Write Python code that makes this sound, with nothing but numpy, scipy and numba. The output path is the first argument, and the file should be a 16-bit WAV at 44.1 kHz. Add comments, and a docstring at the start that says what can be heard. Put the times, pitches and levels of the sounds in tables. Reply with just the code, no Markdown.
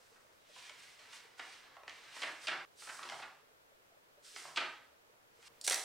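"""A bare, echoing room with a tiled floor: stiff sketchbook pages are turned by hand.
Each sheet slides off its neighbour (filtered grains of friction), buckles and flaps over (short bursts of snaps).
Near the end a bundle of paintbrushes clatters onto the tiles: such bursts also ring the modes of the handles.
A lens motor ticks faintly in short, dying tones over still air of coloured noise.
The echo, noise fading in bands, twice stops dead; after the second stop the air is a little stronger."""
import sys
import numpy as np
from scipy import signal
from scipy.fft import rfft, irfft, next_fast_len
from scipy.io import wavfile
from numba import njit

SR = 44100
rng = np.random.default_rng(int(sys.argv[2]) if len(sys.argv) > 2 else 0)


def transcribe(signal):
    """Save signal, clipped to [-1, 1], as a 16-bit WAV file at the path in sys.argv[1]."""
    frames = np.atleast_2d(signal).T
    limited = np.clip(frames, -1, 1)
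    pcm = np.round(limited * 32767).astype(np.int16)
    wavfile.write(sys.argv[1], SR, pcm)


N = 257544
TIME = np.arange(N) / SR
SIDES = np.array([[1], [-1]])  # sign of a side signal at left and right
TOP_HZ = 15750
# Moments at which the echo stops dead. Each entry: time in seconds.
ECHO_STOPS = [2.651, 5.483]


def sliding(rate=16000, spread_db=1.5, judder_db=1.09, pocket_db=1.5, pocket_damping=0.565,
            sharpen=0.83, trim_db=(-3.5, -5, -4.5)):
    """Sheet rubs on sheet: fine slips sound in the body, the face and the edge of the page."""
    # Tone of paper friction. Each row: frequency in Hz, relative level in dB per Hz.
    slide_colour = [(100, -19.5), (250, -18.5), (500, -16), (900, -7.5), (1500, 0.5), (2200, -1), (3300, 2),
                    (5500, -0.5), (7200, -8), (9500, -15), (11500, -24.5), (15500, -28)]
    # Body, face and edge of the sliding page. Each row: low and high limit in Hz.
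    slide_bands = [(100, 1100), (1100, 4500), (4500, 15500)]
    # A wide gap has a low pocket and lets the body sound. Each row: pocket in Hz, relative body level in dB.
    gap_body = [(1400, 2.5), (2000, -5.5), (3000, -26)]
    level_db, edge_db, pocket_hz = strokes()

    def friction(edges):
        rubbed = colour(grains(N, rate, spread_db), slide_colour)
        return unit(band(rubbed, edges))

    body, face, edge = (friction(edges) for edges in slide_bands)
    # the air between the sheets rings at a gliding pitch
    pocket_noise = band(grains(N, rate, spread_db), (600, 6000), order=2)
    pocket = resonate(pocket_noise, pocket_hz, pocket_damping)
    face = face + undb(pocket_db) * unit(pocket / np.sqrt(pocket_hz))
    # the more the page rides on its edge, the finer the hiss
    edge = edge + friction((7500, 15000)) * undb(sharpen * edge_db - 3.5)

    parts = (body * undb(along(gap_body, pocket_hz)), face, edge * undb(edge_db))
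    page = sum(part * undb(trim) for part, trim in zip(parts, trim_db))
    return undb(level_db + judder_db * walk(70)) * page


def strokes(depth_db=17.5, opening_s=0.0812, edge_db_per_s=-6):
    """Strokes swell, hold and die as their pockets settle: gives scrape dB, edge dB and pocket Hz over time."""
    # Sheets sliding off their neighbours. Each row: start, rise, hold and release in seconds,
    # scrape level in dB before trims, initial edge hiss in relative dB, air pocket at first and at last in Hz.
    stroke_rows = [(0.0, 0.0026, 0.131, 0.65, -74.5, 3, 1900, 1610),
                   (0.449, 0.14, 0.081, 0.163, -56, -1, 3130, 2300),
                   (0.703, 0.099, 0.07, 0.25, -60, 0, 2500, 2270),
                   (0.962, 0.031, 0.206, 0.34, -62.5, -3, 2170, 1940),
                   (1.087, 0.047, 0.0246, 0.09, -58, 3.5, 2414, 3400),
                   (1.365, 0.02, 0.1665, 0.17, -58.5, -1.5, 2070, 2260),
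                   (1.587, 0.051, 0.057, 0.25, -64, -7.5, 1870, 1500),
                   (1.862, 0.0236, 0.28, 0.11, -60.5, -3.5, 2200, 2070),
                   (2.08, 0.092, 0.023, 0.3, -53, 0.5, 2320, 1860),
                   (2.376, 0.0618, 0.0094, 0.12, -54.5, 1, 2300, 1700),
                   (2.762, 0.048, 0.159, 0.12, -59.5, 5.5, 3450, 1770),
                   (2.978, 0.0376, 0.187, 0.105, -58, 0.5, 1390, 1290),
                   (4.223, 0.026, 0.107, 0.05, -61.5, 4, 3460, 3700),
                   (4.342, 0.023, 0.036, 0.17, -56, 3, 2590, 1660),
                   (4.42, 0.031, 0.033, 0.23, -62, 2.5, 1500, 1600),
                   (5.373, 0.094, 0.013, 0.0061, -60.5, 1.5, 2200, 2300)]
    start, rise, hold, release, db, edge_db, first_hz, last_hz = np.transpose(stroke_rows)[..., None]
    age = TIME - start
    # a stroke gains depth_db in its rise and loses it in its release
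    away = np.maximum(1 - age / rise, 0) + np.maximum(age - rise - hold, 0) / release
    power = undb(np.maximum(db - depth_db * away, -150)) ** 2
    total = power.sum(axis=0)
    share = power / total  # overlapping strokes count by their power
    # the edge hiss fades as the page lifts
    lifted = np.clip(age - rise, 0, hold + release)
    edge = share * (edge_db + edge_db_per_s * lifted)
    settling = np.exp(-(np.maximum(age, 0) / (rise / 2 + opening_s)) ** 2)
    pocket_hz = share * (last_hz + (first_hz - last_hz) * settling)
    return 10 * np.log10(total), edge.sum(axis=0), pocket_hz.sum(axis=0)


def pages(level_db=-1.5):
    """Sheets buckle as they are lifted; a page that flaps over snaps free, slaps down and settles."""
    # Whole pages flapping over. Each row: start in seconds, levels of snap, slap and settling
    # in dB before the trim, crack of the snap in relative dB, sheet ring in Hz.
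    landings = [(2.218, -45.5, -43, -51.5, 4.5, 1760), (2.469, -47, -40.5, -46, 9, 1830),
                (4.559, -52.5, -37, -45, 11.5, 2840)]
    # Sheets buckled or flicked, and a few soft taps on the book. Each row: start in seconds, length scale in
    # seconds, level in dB before the trim, crack in relative dB, sheet ring in Hz.
    flicks = [(0.157, 0.0139, -68, -13.5, 1290), (0.56, 0.0087, -62, -2.5, 926),
              (0.694, 0.00574, -53, 0.5, 2170), (1.128, 0.013, -58, 1.5, 1500),
              (1.393, 0.011, -46.5, -2.5, 2120), (1.766, 0.00734, -60, -6, 810),
              (1.833, 0.004, -59.5, -4, 1010), (1.878, 0.0056, -47, -3.5, 2320),
              (1.895, 0.0028, -54, 3.5, 2300), (2.163, 0.0095, -52, -5, 1195),
              (2.595, 0.025, -54, -7.5, 1500), (2.819, 0.0088, -56.5, -10, 1490),
              (2.869, 0.0131, -52.5, -11.5, 1390), (2.887, 0.018, -50.5, -3.5, 1374),
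              (2.991, 0.0029, -45, -19.5, 1390), (3.028, 0.0139, -52.5, 2, 1280),
              (3.088, 0.0049, -53.5, 6.5, 1400), (3.097, 0.005, -51, 6, 1108),
              (3.119, 0.00775, -50.5, -5.5, 950), (3.142, 0.00423, -51, -2.5, 1160),
              (3.197, 0.0061, -55, -2, 1400), (3.219, 0.026, -51, -3, 1370),
              (4.361, 0.0039, -47.5, 1, 2200), (4.45, 0.0072, -54.5, -5, 985),
              (5.137, 0.0039, -72, -9.5, 820), (5.426, 0.0058, -66, 4.5, 2000)]
    slap_after_s, settle_after_s = 0.0095, 0.04
    slap_crack_share = 0.18  # part of the snap's crack dB kept by the slap
    out = np.zeros(N)
    for start, snap_db, slap_db, settle_db, crack_db, hz in landings:
        add(out, flap(0.0098, snap_db, crack_db, hz), start)
        add(out, flap(0.018, slap_db, slap_crack_share * crack_db, hz), start + slap_after_s)
        add(out, flap(0.041, settle_db, crack_db=-6, hz=1570), start + settle_after_s)
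    for start, *flick in flicks:
        add(out, flap(*flick), start)
    return undb(level_db) * out


def flap(length, db, crack_db, hz, ring_db=0.5, ring_damping=0.24, thump_db=-18):
    """One blow of stiff paper pushes air aside, and the bent sheet rings briefly."""
    # Tone of struck paper. Each row: frequency in Hz, relative level in dB per Hz.
    flap_colour = [(90, -27.5), (150, -24), (310, -10.5), (480, -15), (640, -3.5), (1000, -2), (1450, 0),
                   (2100, 0), (3100, -1.5), (4300, -6.5), (6000, -14), (8000, -21.5), (10000, -29.5),
                   (15500, -62)]
    # A larger bend rings lower and mostly has more body. Each row: sheet ring in Hz, relative body level in dB.
    bend_body = [(820, 6), (1350, -5.5), (2200, -7)]
    # longer blows are duller: the edge loses 3 dB per doubling of length
    edge_db = crack_db - 6.5 - 3 * np.log2(length / 0.0098)
    bands_db = db + np.array([thump_db, along(bend_body, hz), 0, crack_db, edge_db])
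    slap = blow(length, bands_db, flap_colour, rise=0.35, rate=14000, spread_db=4.0)
    bend = blow(length, bands_db, flap_colour, rise=0.5, rate=15000, spread_db=5.0)
    ring = resonate(bend, np.full(len(bend), float(hz)), ring_damping)
    return slap + undb(ring_db) * ring


def brushes(level_db=0, ring_db=-9, detune=0.071, count=3):
    """Thin handles clatter and bounce ever softer; each hit briefly rings wooden modes at its own pitch."""
    # Brush handles hitting the tiles and each other. Each row: start in seconds,
    # length scale in seconds, level in dB, tick in relative dB.
    clacks = [(5.612, 0.0034, -73.5, 30), (5.639, 0.02, -66, 24.5), (5.665, 0.0037, -56, 21.5),
              (5.675, 0.0061, -37, 8.5), (5.687, 0.0056, -49.5, 9), (5.6978, 0.00199, -47.5, 22),
              (5.707, 0.0068, -39.5, 4.5), (5.718, 0.0108, -46.5, 12), (5.727, 0.0077, -42, 1),
              (5.743, 0.0024, -52.5, 24)]
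    # Tone of the knocks. Each row: frequency in Hz, relative level in dB per Hz.
    brush_colour = [(100, -42), (190, -19), (330, -4.5), (480, -9), (700, 1), (1200, -7.5), (2100, -1.5),
                    (3200, 2.5), (4700, -2), (5800, -6), (6600, -5), (9300, -4), (11000, -12.5),
                    (15500, -21.5)]
    # Modes of a wooden handle. Each row: frequency in Hz before detuning, relative level in dB,
    # time to fall by 60 dB in seconds.
    handle_modes = [(670, -14, 0.021), (2128, 11.5, 0.035), (2630, -5, .03), (4406, 8, 0.036),
                    (5837, 15, 0.103), (7620, 5.5, 0.035), (8800, 4, 0.0266)]
    thud_db, knock_db, crack_share = -23, -6, 0.28  # the crack takes this share of the tick's dB
    first_bounce_s, gap_s, step_db = 5.757, 0.02, -1
    bounces = []
    for k in range(count):
        start = first_bounce_s + k * gap_s * rng.uniform(0.83, 1.1)
        bounces.append((start, 0.00643, -49 + k * step_db, 2))  # columns as in clacks

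    out = np.zeros(N)
    t = TIME[:SR // 12]
    for start, length, hit_db, tick_db in [*clacks, *bounces]:
        pitch = 1 + detune * rng.standard_normal()
        bands_db = hit_db + np.array([thud_db, knock_db, 0, crack_share * tick_db, tick_db])
        knock = blow(length, bands_db, brush_colour, rise=0.54, rate=14000, spread_db=1.53)
        wood = sum(undb(db - 60 * t / t60) * np.sin(2 * np.pi * hz * pitch * t)
                   for hz, db, t60 in handle_modes)
        ring = signal.fftconvolve(knock, wood)[:len(knock)]
        add(out, knock + undb(ring_db) * np.std(knock) * unit(ring), start)
    return undb(level_db) * out


def blow(length, bands_db, spectrum, rise, rate, spread_db, swell=1.436, bass_lag=1.12):
    """One blow: a quick cluster of snaps swells and dies on the scale of its length; the lows come later."""
    # Thump, body, slap, crack and edge of a blow. Each row: low and high limit in Hz.
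    blow_bands = [(100, 400), (400, 1100), (1100, 2300), (2300, 5000), (5000, 15500)]
    size = int(SR * (.03 + 3 * length))
    out = 0
    for k, (edges, db) in enumerate(zip(blow_bands, bands_db)):
        peak_s = max(rise, .05) * length * bass_lag ** (2 - k)
        age = TIME[:size] / peak_s
        snaps = colour(grains(size, rate, spread_db), spectrum) * (age * np.exp(-age)) ** swell
        out = out + unit(band(snaps, edges, order=3)) * undb(db)
    return out * np.sqrt(length * SR / size)


def grains(size, rate, spread_db):
    """Fibres catch and let go: random impulses of either sign, many tiny slips and a few larger."""
    strength = undb(spread_db * np.minimum(rng.exponential(size=size), 3))
    sign = np.sign(rng.standard_normal(size))
    slips = rng.random(size) < rate / SR  # rate in slips per second
    return unit(sign * strength * slips)


@njit
def resonate(x, hz, damping):
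    """State-variable band-pass whose centre can move."""
    y, band_state, low_state = np.empty(len(x)), 0., 0.
    for i in range(len(x)):
        g = np.tan(np.pi * hz[i] / SR)
        v = (band_state + g * (x[i] - low_state)) / (1 + g * (g + damping))
        band_state = 2 * v - band_state
        low_state = low_state + 2 * g * v
        y[i] = damping * v
    return y


def widen(x, side_db, spread_s=0.0032):
    """A broad sheet sounds from many places at once: random short lags make a side signal."""
    lags = rng.standard_normal(int(spread_s * SR))
    side = signal.oaconvolve(x, lags / np.linalg.norm(lags))[:N]
    return x + undb(side_db) * side * SIDES


def room(sent, turn_hz=6):
    """Moving sources face other walls from moment to moment: two echo patterns alternate, cut at each stop."""
    turn = 2 * np.pi * turn_hz * TIME
    sent = sent * np.array([np.cos(turn), np.sin(turn)])
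    walls = np.array([room_response(), room_response()])
    stretches = np.split(sent[:, None], [int(s * SR) for s in ECHO_STOPS], axis=2)
    echoes = []
    for part in stretches:
        echo = signal.fftconvolve(part, walls, axes=2).sum(axis=0)
        echoes.append(echo[:, :part.shape[2]])  # no tail runs past a stop
    return np.hstack(echoes)


def room_response():
    """Diffuse echoes of hard walls: bands of noise, each with its own decay, level and width."""
    # Decay of the room. Each row: frequency in Hz, time to fall by 60 dB in seconds.
    room_t60 = [(150, 0.37), (500, 0.518), (1500, 0.51), (3000, 0.45), (6000, 0.57), (12000, 0.54)]
    # Strength of the room. Each row: frequency in Hz, echo against direct sound in dB before the sends.
    room_echo = [(150, 3), (500, 0.5), (1500, 2), (3000, -0.5), (6000, -3.5), (12000, -1)]
    # Width of the room. Each row: frequency in Hz, side against mid in dB.
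    room_side = [(150, -18), (600, -18.5), (1800, -10), (4500, -10), (12000, 1.5)]
    t = TIME[:int(SR * .55)]
    edges = np.geomspace(90, 16000, 14)
    out = 0
    for lo, hi in zip(edges, edges[1:]):
        hz = np.sqrt(lo * hi)
        fade = undb(-60 * t / along(room_t60, hz)) * (1 - np.exp(-t / 0.001))
        mid, side = (unit(band(rng.standard_normal(len(t)), (lo, hi)) * fade) for _ in range(2))
        pair = mid + SIDES * side * undb(along(room_side, hz))
        out = out + pair * undb(along(room_echo, hz)) * np.sqrt(2 * (hi - lo) / SR / len(t))
    return out


def lens_motor(level_db=-1, t60=0.058, hollow_hz=460, hollow_db=-7, soft_s=0.0036, faint_db=-71,
               scatter_db=3.0, faint_hz=(420, 520)):
    """A lens motor steps in dull blips, mostly faint, each with its own pitch over one hollow note."""
    # The stronger steps. Each row: start in seconds, level of the main tone in dB before the trim, ring in Hz.
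    lens_steps = [(0.119, -62.5, 480), (0.245, -63, 602), (0.495, -59.5, 589.7), (0.704, -59.5, 599.4),
                  (0.997, -61.5, 606), (1.25, -61.5, 438), (1.996, -63, 455), (3.425, -66.5, 457),
                  (3.509, -66, 434), (3.718, -63.5, 565.7), (3.918, -62.5, 681), (3.969, -60.5, 610),
                  (4.177, -59.5, 586), (4.344, -60, 427), (4.927, -62.5, 605), (5.095, -63.5, 480),
                  (5.389, -63, 458.2)]
    step_s = 2 / 24  # spacing of the faint steps
    # faint steps keep clear of the stronger ones
    free = [s for s in np.arange(0, TIME[-1], step_s)
            if all(abs(s - strong[0]) > step_s / 2 for strong in lens_steps)]
    faint = [(s, faint_db + scatter_db * rng.standard_normal(), rng.uniform(*faint_hz)) for s in free]

    out = np.zeros((2, N))
    t = TIME[:SR // 8]
    fade = undb(-60 * t / t60) * (1 - np.exp(-t / soft_s))
    for start, db, hz in [*lens_steps, *faint]:
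        phase = rng.normal(0, 0.65, (2, 1))  # it reaches each side at another phase
        ring = np.sin(2 * np.pi * hz * t + phase)
        hollow = undb(hollow_db) * np.sin(2 * np.pi * hollow_hz * t - phase)
        add(out, undb(db + level_db) * (ring + hollow) * fade / fade.max(), start)
    return out


def still_air(air_db=-69.5, mid_db=-1, side_db=-1, waver_db=-0.07, late_db=3):
    """Faint noise and hiss from independent mid and side; the mid is stronger after the last echo stop."""
    # Tone of the still room. Each row: frequency in Hz, relative level in dB per Hz.
    air_colour = [(20, -7.5), (50, -33), (72, -5), (90, -11), (115, -7.5), (190, -12.5), (300, -9.5),
                  (450, -4.5), (620, -5.5), (750, -8.5), (1400, -11), (2600, -15), (10000, -24),
                  (15500, -23.5)]
    # Width of the still room. Each row: frequency in Hz, side against mid in dB before trims.
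    air_side = [(25, 0.5), (70, -36), (130, 0), (400, 0), (1500, 5.5), (5000, 1.5), (13000, 2)]
    mid, side = (unit(colour(rng.standard_normal(N), air_colour)) * undb(air_db + waver_db * walk(6.0))
                 for _ in range(2))
    mid = mid * undb(mid_db + late_db * (TIME > ECHO_STOPS[-1]))
    return mid + undb(side_db) * colour(side, air_side) * SIDES


def undb(db):
    """Decibels to gain."""
    return np.exp(np.asarray(db) * np.log(10) / 20)


def unit(x):
    """Scale to rms 1."""
    return x / np.sqrt(np.mean(x ** 2) + 1e-30)


def along(points, hz):
    """Read (Hz, value) points on a log-frequency axis."""
    f, value = np.transpose(points)
    return np.interp(np.log(np.maximum(hz, 1)), np.log(f), value)


def colour(x, points, share=1):
    """Filter with a (Hz, dB) spectrum, its dB scaled by share."""
    length = x.shape[-1]
    size = next_fast_len(length, True)
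    gain = undb(share * along(points, np.fft.rfftfreq(size, 1 / SR)))
    return irfft(rfft(x, size) * gain, size)[..., :length]


def band(x, edges, order=4):
    """Causal band-pass."""
    return signal.sosfilt(signal.butter(order, edges, "band", fs=SR, output="sos"), x)


def walk(rate):
    """Random values, rate of them per second, joined by straight lines."""
    knots = rng.standard_normal(int(N / SR * rate) + 2)
    return np.interp(TIME * rate, np.arange(len(knots)), knots)


def add(track, sound, s):
    """Mix a sound into a track from time s on."""
    part = track[..., int(s * SR):int(s * SR) + sound.shape[-1]]
    part += sound[..., :part.shape[-1]]


def scene(slide_echo_db=-4.0, slide_side_db=-9, brush_echo_db=-2):
    """Paper and brushes sound in the room, the upper range leaning right, over lens ticks and still air."""
    # Reflections off the tiles and the microphone's own colour. 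Each row: frequency in Hz, gain in dB.
    place_colour = [(90, -11.5), (150, 2.5), (205, -6.5), (295, 1.5), (400, 4.5), (620, 1), (10500, -1),
                    (11200, -6), (11800, -3.5)]
    # Microphone balance. Each row: frequency in Hz, left minus right in dB.
    balance = [(200, 0.5), (600, 0.1), (1200, -2.5), (2200, -1), (4000, -2), (8000, -2.5), (14000, -3.5)]
    slide, flaps, clatter = sliding(), pages(), brushes()
    direct = widen(slide, slide_side_db) + flaps + clatter
    echo = room(undb(slide_echo_db) * slide + flaps + undb(brush_echo_db) * clatter)
    placed = colour(direct + echo, place_colour)
    near = colour(placed, balance, SIDES / 2)  # half the difference goes to each side
    return near + lens_motor() + still_air()


def record(dry):
    """A steep elliptic low-pass cuts the top."""
    return signal.sosfilt(signal.ellip(10, .1, 80, TOP_HZ, fs=SR, output="sos"), dry)


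dry = scene()
out = record(dry)
transcribe(out)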